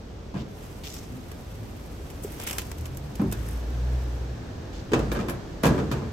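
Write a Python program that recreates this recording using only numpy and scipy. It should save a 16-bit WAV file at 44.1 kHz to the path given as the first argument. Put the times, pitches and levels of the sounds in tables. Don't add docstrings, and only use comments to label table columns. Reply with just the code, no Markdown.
import sys
import numpy as np
from scipy import signal
from scipy.fft import rfft, irfft
from scipy.io import wavfile
from scipy.ndimage import uniform_filter1d

SR = 44100
rng = np.random.default_rng(int(sys.argv[2]) if len(sys.argv) > 2 else 0)


def unload_audio(sound):
    columns = np.transpose(np.atleast_2d(sound))
    steps = np.round(np.clip(columns, -1, 1) * 32767)
    wavfile.write(sys.argv[1], SR, steps.astype(np.int16))


N = 269892
TIME = np.arange(N) / SR
BAND_EDGES_HZ = 20 * 2 ** np.arange(0, 10.1, .5)


# f/Hz, level/dB per half octave, t60/s
BODY_RING = [(42, -20, 0.76), (61.7, -8, 1), (94, -15, 0.96), (160, -3, 0.75), (442, -1, 0.66),
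             (720, -2.5, 0.17), (1300, -1, 0.28), (2040, -8.5, 0.04), (3930, -11.5, 0.21),
             (6000, -14, 0.22), (9550, -16.5, 0.09), (11200, -20, 0.078), (14300, -34, .08)]
# f/Hz, level/dB, t60/s
BED_MODES = [(120.4, -12, 0.58), (137.3, 1.5, 0.44), (149.6, -1, 0.63), (183, -8, .3), (202.4, -0.5, 0.29),
             (222, -2, 0.46), (238.7, 5.5, 0.23), (270.4, -0.5, 0.47), (296, -12, 0.52), (312, -3.5, 0.57),
             (340.6, -2.5, 0.32), (372.4, -6.5, 0.68), (433, -1, 0.69), (459.4, 3.5, 0.35),
             (483.3, -1, 0.3), (543, 1, 0.31), (599.6, -2, .3), (660, -4, .2), (696, -5, 0.46),
             (780, -8, 0.45), (908, -1, .22), (1000, 2, 0.23), (1017, -3, 0.15), (1115, -7.5, .27),
             (1267, -6, 0.18), (1336, -4.5, 0.24), (1468, -3, 0.14), (1620, 0, 0.24), (1700, -8, 0.2),
             (2390, -0.5, 0.11), (2600, 4.5, 0.093), (2750, -13, 0.22), (3050, -6, 0.14), (3660, -3, 0.077),
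             (6490, -6, .09)]
# t/s, level/dB, weight (bass)/dB, hardness (treble)/dB, panel f/Hz, panel level/dB,
# hollow note f/Hz, hollow note level/dB, loss per leg/dB, place on the bed/m
BLOWS = [(0.341, -45.5, 9.5, -8.5, 215, -37, 189, -28.0, -0.5, 0.19),
         (1.315, -58.5, -4, 7.5, 430, -41, 920, -63, 11.0, 0.32),
         (2.582, -58, -31.0, 27.5, 374, -41, 1015, -48.0, 8, 0.98),
         (3.196, -39.5, 5, -8, 205, -19, 785.0, -43, 15, 1.46),
         (3.215, -39.5, 13, -20, 293.5, -22.5, 1045, -40, 11, 0.55),
         (3.24, -54, 10, -17, 239, -23.5, 384, -27.5, 4, 1.38),
         (3.3233, -49, -15, 14, 420, -44.0, 1487, -46.5, 25, 1.9),
         (4.918, -43, 11.5, 4.5, 415, -22.5, 311.0, -22, 16, 0.99),
         (4.934, -26.5, 1, -1, 418, -29, 344, -23, 11.5, 0.36),
         (4.955, -35, 9, -17, 190, -29, 310, -25, 4, 0.62),
         (4.974, -52, 3.0, -19.0, 325, -25.5, 109, -34, 20, 0.72),
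         (4.992, -45.5, -7, 8, 111.0, -33, 525, -34, 21, 1.8),
         (5.116, -35, -3, 0.5, 333, -33, 1680, -48.0, 12, 1.78),
         (5.15, -39.5, 1, -2.5, 361.0, -40, 443, -31, 0, 1.42),
         (5.19, -40, 2, -2.5, 192, -28, 1265, -40, 1, 1.46),
         (5.284, -39.5, -1, 0, 344, -29, 262.0, -30, 1.5, 1.18),
         (5.635, -28.5, 0, -0.5, 452, -26, 257, -30, 0.5, 0.701),
         (5.654, -34.5, 12, 2.5, 531, -21, 795, -30.0, 15, 0.42),
         (5.667, -35, 0, 5.5, 153, -18, 315, -21, 8, 0.65),
         (5.705, -32.5, 10.5, -40, 127, -23, 202.0, -29.0, 18, 1.62),
         (5.745, -41, 0, -23, 250, -35, 373, -29, 1, 0.33),
         (5.779, -37.5, 5.5, -6, 238.5, -26.5, 170, -22, 1, 0.594),
         (5.914, -37.5, 6, 3.5, 127, -25, 1240, -40, 4, 0.187),
         (5.96, -46, 2, -9, 229, -33, 360, -37, 1, 1.46),
         (6.02, -42.5, 6, -25, 127, -26.5, 426, -34, 3.5, 1.14)]

def knocks(modes_db=-3.5, panel_t60_s=.16, hollow_t60_s=.18, load_detune=.008):
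    out = np.zeros((2, N))
    clouds = mode_clouds()
    for s, level_db, weight_db, hardness_db, panel_hz, panel_db, place_m in leg_contacts():
        tilt = [(170, weight_db), (430, 0), (1200, hardness_db / 4), (6000, hardness_db)]   # f/Hz, dB
        body = np.zeros((2, SR))
        for hz, noise, decay in clouds:
            start = rng.integers(N - SR)
            body += from_db(at_hz(tilt, hz)[0]) * decay * noise[:, start:start + SR]
        add(out, s, from_db(level_db) * body)
        add(out, s, ring(panel_hz, panel_db, panel_t60_s))
        for hz, db, t60_s in BED_MODES:
            standing_wave = np.cos(1.2 * np.sqrt(hz) * place_m)
            loaded_hz = hz * (1 + load_detune * (hz > 900) * rng.standard_normal())
            mode_db = level_db + modes_db + db + at_hz(tilt, hz)[0]
            add(out, s, standing_wave * ring(loaded_hz, mode_db, t60_s))
    for s, *_, hollow_hz, hollow_db, _, _ in BLOWS:
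        add(out, s, ring(hollow_hz, hollow_db, hollow_t60_s))
    return out


def leg_contacts(legs=3, gap_s=.0095, pitch_ratio=.8, spacing_m=.35):
    for s, level_db, weight_db, hardness_db, panel_hz, panel_db, _, _, loss_db, place_m in BLOWS:
        for leg in range(legs):
            yield (s + leg * gap_s, level_db - leg * loss_db, weight_db, hardness_db,
                   panel_hz * pitch_ratio ** leg, panel_db - leg * loss_db, place_m + leg * spacing_m)


def mode_clouds(gain_db=-3, crack_db=8.5, crack_t60_s=.064, tail_db=-8, tail_t60_s=.78, rise_cycles=.23):
    t, clouds = np.arange(SR) / SR, []
    for low_hz, high_hz in zip(BAND_EDGES_HZ[2:], BAND_EDGES_HZ[3:]):
        hz = np.sqrt(low_hz * high_hz)
        level_db, t60_s = at_hz(BODY_RING, hz)
        crack = fade(t, crack_t60_s, crack_db) * hz / (hz + 700)
        decay = np.sqrt(crack ** 2 + fade(t, t60_s) ** 2 + fade(t, tail_t60_s, tail_db) ** 2)
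        rise = 1 - np.exp(-t * hz / rise_cycles)
        clouds.append((hz, noise_band(low_hz, high_hz), from_db(gain_db + level_db) * decay * rise))
    return clouds


def contact_pulses(gain_db=-3.5, contact_s=.0009):
    t, out = np.arange(-SR // 500, SR // 500) / SR, np.zeros((2, N))
    pulse = -4.7 * t / contact_s * np.exp(-(2 * t / contact_s) ** 2)
    for s, level_db, _, hardness_db, *_ in leg_contacts():
        add(out, s - .001, from_db(level_db + gain_db + hardness_db / 4) * pulse[None])
    return out


# t/s, f/Hz, level/dB, t60/s
TOCKS = [(2.247, 403, -21, 0.045)]

def tocks():
    out = np.zeros((2, N))
    for s, hz, level_db, t60_s in TOCKS:
        add(out, s, ring(hz, level_db, t60_s))
    return out


# t/s, length/s, f/Hz, level/dB
BOOMS = [(1.13, 0.036, 119, -41), (1.139, .06, 243, -44.5), (1.605, 0.18, 233, -48),
         (1.57, 0.16, 109.6, -41), (2.786, 0.1, 81.8, -35), (4.971, 0.16, 56, -35),
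         (5.07, 0.27, 116, -40.5), (5.743, 0.42, 99, -43)]

def booms(width_octaves=.16, attack_s=.28, release_s=.39):
    out, edge_ratio = 0, 2 ** (width_octaves / 2)
    for s, length_s, hz, level_db in BOOMS:
        flexing = noise_band(hz / edge_ratio, hz * edge_ratio)
        out += from_db(level_db + envelope_db(s, length_s, attack_s, release_s)) * flexing
    return out


# f/Hz, relative density/dB
FILM_SPECTRUM = [(400, 10), (900, 6), (1800, 0.5), (2450, 0.5), (3100, -1), (4200, -8), (5600, -3),
                 (7000, -5.5), (8200, -4), (9900, 1), (11300, -3.5), (13000, -8.5), (15500, -10.5)]
# peak t/s, level/dB
TUGS = [(2.3, -58), (2.539, -49), (3.5, -56)]

def film(rustle_db=11, flutter_db=1.5, tick_low_hz=9000):
    rustle = from_db(rustle_db) * grains(per_s=12000, spread_db=3)
    ticks = unit_rms(band(grains(per_s=350, spread_db=4), tick_low_hz, 20000))
    handled = from_db(handling_db() + flutter_db * drift(29)) * (rustle + ticks)
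    return coloured(band(handled + crease_snaps(), 250, 20000), FILM_SPECTRUM)


def handling_db(sag_db_per_s=2, rise_db_per_s=53, fall_db_per_s=85, grip_s=.584):
    hold_db = envelope_db(grip_s, length_s=3.59, attack_s=.44, release_s=.82)
    grip_db = -61.5 + hold_db - sag_db_per_s * (TIME - grip_s)
    tugs_db = [db - np.maximum((s - TIME) * rise_db_per_s, (TIME - s) * fall_db_per_s) for s, db in TUGS]
    return 10 * np.log10(sum(from_db(db) ** 2 for db in [grip_db] + tugs_db))


# t/s, level/dB, t60/s, low edge f/Hz
SNAPS = [(0.939, -41, 0.089, 2500), (0.966, -47, 0.036, 700), (1.145, -59, .02, 8000),
         (1.316, -44.5, 0.028, 600), (1.861, -51.5, .015, 9000), (2.102, -46, 0.085, 1200),
         (2.224, -42, 0.044, 8000), (2.234, -36.5, 0.1, 7000), (2.321, -41, .03, 9000),
         (2.365, -46, .03, 8000), (2.399, -36.5, 0.045, 600), (2.414, -40, 0.05, 4000),
         (2.422, -37, .03, 5000), (2.436, -36, 0.045, 7000), (2.467, -31, 0.05, 1500),
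         (2.473, -29, 0.071, 1800), (2.486, -37, 0.034, 4500), (2.497, -30, .025, 1800),
         (2.51, -31, 0.05, 1900), (2.53, -30, 0.027, 2200), (2.584, -28, 0.043, 1900),
         (2.593, -40, .03, 1500), (2.618, -42, 0.043, 1000), (2.648, -55, 0.013, 6000),
         (2.669, -42, .012, 6000), (2.695, -49, .012, 7000), (2.716, -37.5, 0.03, 600),
         (2.783, -43.5, 0.065, 3040), (2.81, -46, .04, 5040), (2.856, -39, 0.066, 700),
         (2.972, -37, 0.033, 5500), (3.155, -38.5, 0.028, 2400), (3.217, -42, .03, 9000),
         (3.314, -39.5, 0.094, 3480), (3.3253, -27, 0.023, 8300), (3.391, -50, .012, 5000),
         (3.465, -47, .015, 8000), (3.488, -41, 0.034, 7000), (3.511, -45, .02, 7000),
         (3.533, -51, .02, 9000), (3.773, -56, .012, 9000), (4.037, -49, .012, 9000),
         (4.992, -46, .03, 7000), (5.117, -51, 0.02, 1800), (5.296, -38, .025, 1800)]

def crease_snaps(gain_db=4, spike_db=4.5, spike_t60_s=.0013, rebound_s=.0031, relax_s=.12):
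    t, out = np.arange(SR // 4) / SR, np.zeros((2, N))
    spikes = fade(t, spike_t60_s) + (t > rebound_s) * fade(np.abs(t - rebound_s), spike_t60_s)
    relaxing = [(s + relax_s * min(wait, 4), db + 5, .014, 6000)
                for s, db in TUGS for wait in rng.exponential(1, 4)]
    tail = fade(t, t60_s=.22, level_db=-22)
    for s, level_db, t60_s, low_hz in SNAPS + relaxing:
        decay = from_db(spike_db) * np.sqrt(.02 / t60_s) * spikes + fade(t, t60_s) + tail
        buckling_db = 3 * unit_rms(uniform_filter1d(rng.standard_normal(len(t)), size=30))
        crackle = from_db(level_db + gain_db + buckling_db) * decay * rng.standard_normal((2, len(t)))
        add(out, s, band(crackle, low_hz, 20000))
    return out


# t/s, length/s, level/dB, hiss centre start f/Hz, end f/Hz, judder/dB
SKIDS = [(0.368, 0.049, -48.5, 3020, 3550, 2), (0.838, 0.039, -41.5, 3030, 3500, 11.5),
         (.868, 0.026, -44, 3900, 4600, 12), (0.89, 0.1, -44.5, 5440, 5930, 3),
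         (1.0, .05, -52, 5900, 5900, -1), (2.41, 0.082, -45.5, 2360, 2450, -1),
         (2.483, 0.028, -44.5, 2400, 2570, 9), (2.592, 0.009, -46.5, 2450, 2600, 15),
         (4.73, 0.074, -49.5, 4260, 4360, -1)]
# f/Hz, width/Hz, level/dB
RASPS = [(2700, 1200, -3), (3750, 470, -14.5), (5800, 1200, -11.5)]

def skids(slips_per_s=140, width_octaves=.68, hiss_db=-3.5, bright_db=-8):
    level_db, centre_hz, judder_db = loudest_skid()
    slip_phase = np.cumsum(slips_per_s * (1 + .2 * drift(60))) / SR % 1
    judder = from_db(level_db + judder_db * (.4 - slip_phase))
    slips = [judder * grains(per_s=4000, spread_db=2.5) for _ in range(2)]
    hiss_bands = [(low, high, hiss_db) for low, high in zip(BAND_EDGES_HZ[12:], BAND_EDGES_HZ[13:])]
    rasp_bands = [(hz - width_hz / 2, hz + width_hz / 2, db) for hz, width_hz, db in RASPS]
    out = 0
    for k, (low_hz, high_hz, db) in enumerate(hiss_bands + rasp_bands):
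        offset = np.log2(np.sqrt(low_hz * high_hz) / centre_hz) / width_octaves
        peak = 1 / (1 + offset ** 2)
        brightness = (offset > 0) * from_db(bright_db) * judder_db / 10
        friction = band(slips[k % 2], low_hz, high_hz) * np.sqrt(SR / 4 / (high_hz - low_hz))
        out += from_db(db) * (peak + brightness) * friction
    return out


def loudest_skid(attack_s=.012, release_s=.1):
    levels_db, centres_hz = [], []
    for s, length_s, db, start_hz, end_hz, _ in SKIDS:
        levels_db.append(db + envelope_db(s, length_s, attack_s, release_s))
        centres_hz.append(np.interp(TIME, [s, s + length_s], [start_hz, end_hz]))
    loudest = np.argmax(levels_db, axis=0)
    level_db = np.maximum(np.max(levels_db, axis=0), -150)
    return level_db, np.choose(loudest, centres_hz), np.array(SKIDS)[loudest, -1]


# t/s, contact f/Hz, level/dB
JINGLES = [(5.123, 11800, -46), (5.13, 12000, -49), (5.284, 10900, -48), (5.296, 10700, -41.5),
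           (5.6325, 11000, -39.5), (5.654, 10500, -42), (5.663, 11200, -38), (5.915, 12100, -48)]
# f/Hz, level/dB, t60/s
METAL_MODES = [(6660, -6, 0.042), (8400, -5, 0.17), (8800, -5, .11), (10700, -7, .09), (11200, 1, 0.16),
               (11580, -1, 0.14), (11970, -9, 0.16), (13300, -13, .14), (14090, -13, .14), (15250, -12, .1)]

def fittings(clink_t60_s=.086, splash_t60_s=.075, focus_db_per_octave=15):
    t, out = np.arange(SR // 4) / SR, np.zeros((2, N))
    for s, pitch_hz, level_db in JINGLES:
        clink = fade(t, clink_t60_s) * noise_band(pitch_hz * .94, pitch_hz * 1.06, len(t))
        splash = fade(t, splash_t60_s, level_db=1) * noise_band(7500, 17000, len(t))
        add(out, s, from_db(level_db) * (clink + splash))
        for hz, db, t60_s in METAL_MODES:
            loss_db = focus_db_per_octave * abs(np.log2(hz / pitch_hz))
            add(out, s, ring(hz, level_db + db - loss_db, t60_s))
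    return out


# t/s, firing f/Hz, level/dB, second harmonic level/dB
ENGINE_PULLS = [
    [(2.72, 54, -63, -72), (2.82, 57.8, -64, -43.5), (3.07, 73, -40, -44.5), (3.17, 71.5, -79, -54)],
    [(3.15, 51.92, -51.5, -54), (3.28, 54.9, -39.5, -37), (3.45, 55.8, -35, -42), (3.63, 58.46, -35, -52.5),
     (3.75, 60.5, -32, -40), (3.96, 62.5, -28.5, -37), (4.08, 60.1, -32.5, -45), (4.22, 61, -31, -44),
     (4.34, 59, -40.5, -43.5), (4.43, 55.1, -62, -44), (4.55, 54.3, -65, -58)],
]

def engine(third_re_second_db=-36, pitch_wander=.008):
    out = 0
    for pull in ENGINE_PULLS:
        s, *columns = np.transpose(pull)
        hz, first_db, second_db = [np.interp(TIME, s, column) for column in columns]
        phase = 2 * np.pi * np.cumsum(hz * (1 + pitch_wander * drift(8))) / SR
        harmonics = enumerate([first_db, second_db, second_db + third_re_second_db], 1)
        note = np.sqrt(2) * sum(from_db(db + .45 * k * drift(14)) * np.sin(k * phase)
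                                for k, db in harmonics)
        out += from_db(envelope_db(s[0], s[-1] - s[0], attack_s=.2, release_s=.2)) * note
    return out


# f/Hz, relative density/dB
TRAFFIC_SPECTRUM = [(22, -12), (35, -7.5), (55, 4.5), (120, -4), (220, -8.5), (400, -11), (700, -18),
                    (1200, -24.5), (2200, -30.5), (4000, -33), (6200, -35.5), (7500, -42.5), (9500, -44),
                    (14500, -54)]

def traffic(rumble_db=-39, hiss_db=-39.5, approach_db_per_s=.6563, pass_s=3.87, pass_width_s=.39):
    roads = coloured(band(rng.standard_normal((2, N)), 15, 20000), TRAFFIC_SPECTRUM)
    rumble = signal.sosfiltfilt(signal.butter(2, 300, fs=SR, output="sos"), roads)
    passing_db = 3 / (1 + ((TIME - pass_s) / pass_width_s) ** 2)
    hiss = from_db(hiss_db + passing_db) * (roads - rumble)
    return from_db(approach_db_per_s * TIME) * (from_db(rumble_db) * rumble + hiss)


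# f/Hz, relative density/dB
WHIRR_SPECTRUM = [(900, -44), (1450, 14), (1800, 18), (2150, -33), (4000, -29), (4900, -17), (6200, -10),
                  (7500, -18), (12000, -30)]

def whirr(gain_db=-58.5, full_s=3.2, rise_s=.62):
    rise_db = -60 * np.maximum(full_s - TIME, 0) / rise_s
    air = coloured(band(rng.standard_normal((2, N)), 700, 15000), WHIRR_SPECTRUM)
    return from_db(gain_db + rise_db) * air


def ring(hz, level_db, t60_s):
    t = np.arange(int(t60_s * SR)) / SR
    phase = rng.standard_normal((2, 1)) * min(hz / 1200, 2)
    rise = 1 - np.exp(-2 * t * hz)
    return rise * fade(t, t60_s, level_db) * np.sin(2 * np.pi * hz * t + phase)


def grains(per_s, spread_db):
    sizes = from_db(spread_db * np.minimum(rng.exponential(1, N), 4))
    fired = rng.random(N) < per_s / SR
    bursts = signal.lfilter([1], [1, -.9], sizes * fired)
    return unit_rms(bursts * rng.standard_normal((2, N)))


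def drift(corner_hz, hop=40, settle=2000):
    pole = np.exp(-2 * np.pi * corner_hz * hop / SR)
    noise = rng.standard_normal(N // hop + settle + 2)
    slow = signal.lfilter([1], [1, -2 * pole, pole * pole], noise)[settle:]
    return np.interp(np.arange(N) / hop, np.arange(len(slow)), unit_rms(slow))


def envelope_db(s, length_s, attack_s, release_s):
    return -60 * (np.maximum(s - TIME, 0) / attack_s + np.maximum(TIME - s - length_s, 0) / release_s)


def fade(t, t60_s, level_db=0):
    return from_db(level_db - 60 * t / t60_s)


def band(x, low_hz, high_hz):
    sos = signal.butter(2, [low_hz, min(high_hz, .47 * SR)], "band", fs=SR, output="sos")
    return signal.sosfilt(sos, x)


def noise_band(low_hz, high_hz, samples=N):
    return unit_rms(band(rng.standard_normal((2, samples)), low_hz, high_hz))


def coloured(x, spectrum):
    gain = from_db(at_hz(spectrum, np.fft.rfftfreq(N, 1 / SR))[0])
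    return irfft(rfft(x) * unit_rms(gain), N)


def at_hz(rows, hz):
    row_hz, *columns = np.transpose(rows)
    return [np.interp(np.log(hz + 1e-6), np.log(row_hz), column) for column in columns]


def from_db(db):
    return 10 ** (np.asarray(db) / 20)


def unit_rms(x):
    return x / np.sqrt(np.mean(x ** 2) + 1e-20)


def add(track, s, sound):
    start = round(s * SR)
    track[:, start:start + sound.shape[1]] += sound[:, :N - start]


def scene():
    stool = knocks() + contact_pulses() + tocks() + fittings() + skids() + booms() + film()
    return (stool + traffic() + whirr() + engine()) * from_db([[-.3], [.3]])


# f/Hz, likeness/0-1
PORT_LIKENESS = [(40, .99), (130, .95), (300, .82), (550, .4), (850, .15), (3000, .12), (5500, .1),
                 (7000, .3), (8200, .5), (9300, .997), (10500, .997), (11700, .68), (12600, .98),
                 (14300, .98), (15500, .55)]
# f/Hz, phase/half turns
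PORT_PHASE = [(7000, 0), (8200, .25), (9300, 1), (10500, 1), (12600, 2), (14400, 2), (15900, 3)]

def record(dry, cutoff_hz=15750):
    hz = np.fft.rfftfreq(N, 1 / SR)
    likeness = at_hz(PORT_LIKENESS, hz)[0]
    phase = np.pi * at_hz(PORT_PHASE, hz)[0]
    left, right = rfft(dry)
    mid = np.sqrt(1 + likeness) * (left + right) / 2
    side = np.sqrt(1 - likeness) * (left - right) / 2
    ports = irfft(np.array([mid + side, (mid - side) * np.exp(1j * phase)]), N)
    return signal.sosfilt(signal.ellip(10, .1, 90, cutoff_hz, fs=SR, output="sos"), ports)


dry = scene()
out = record(dry)
unload_audio(out)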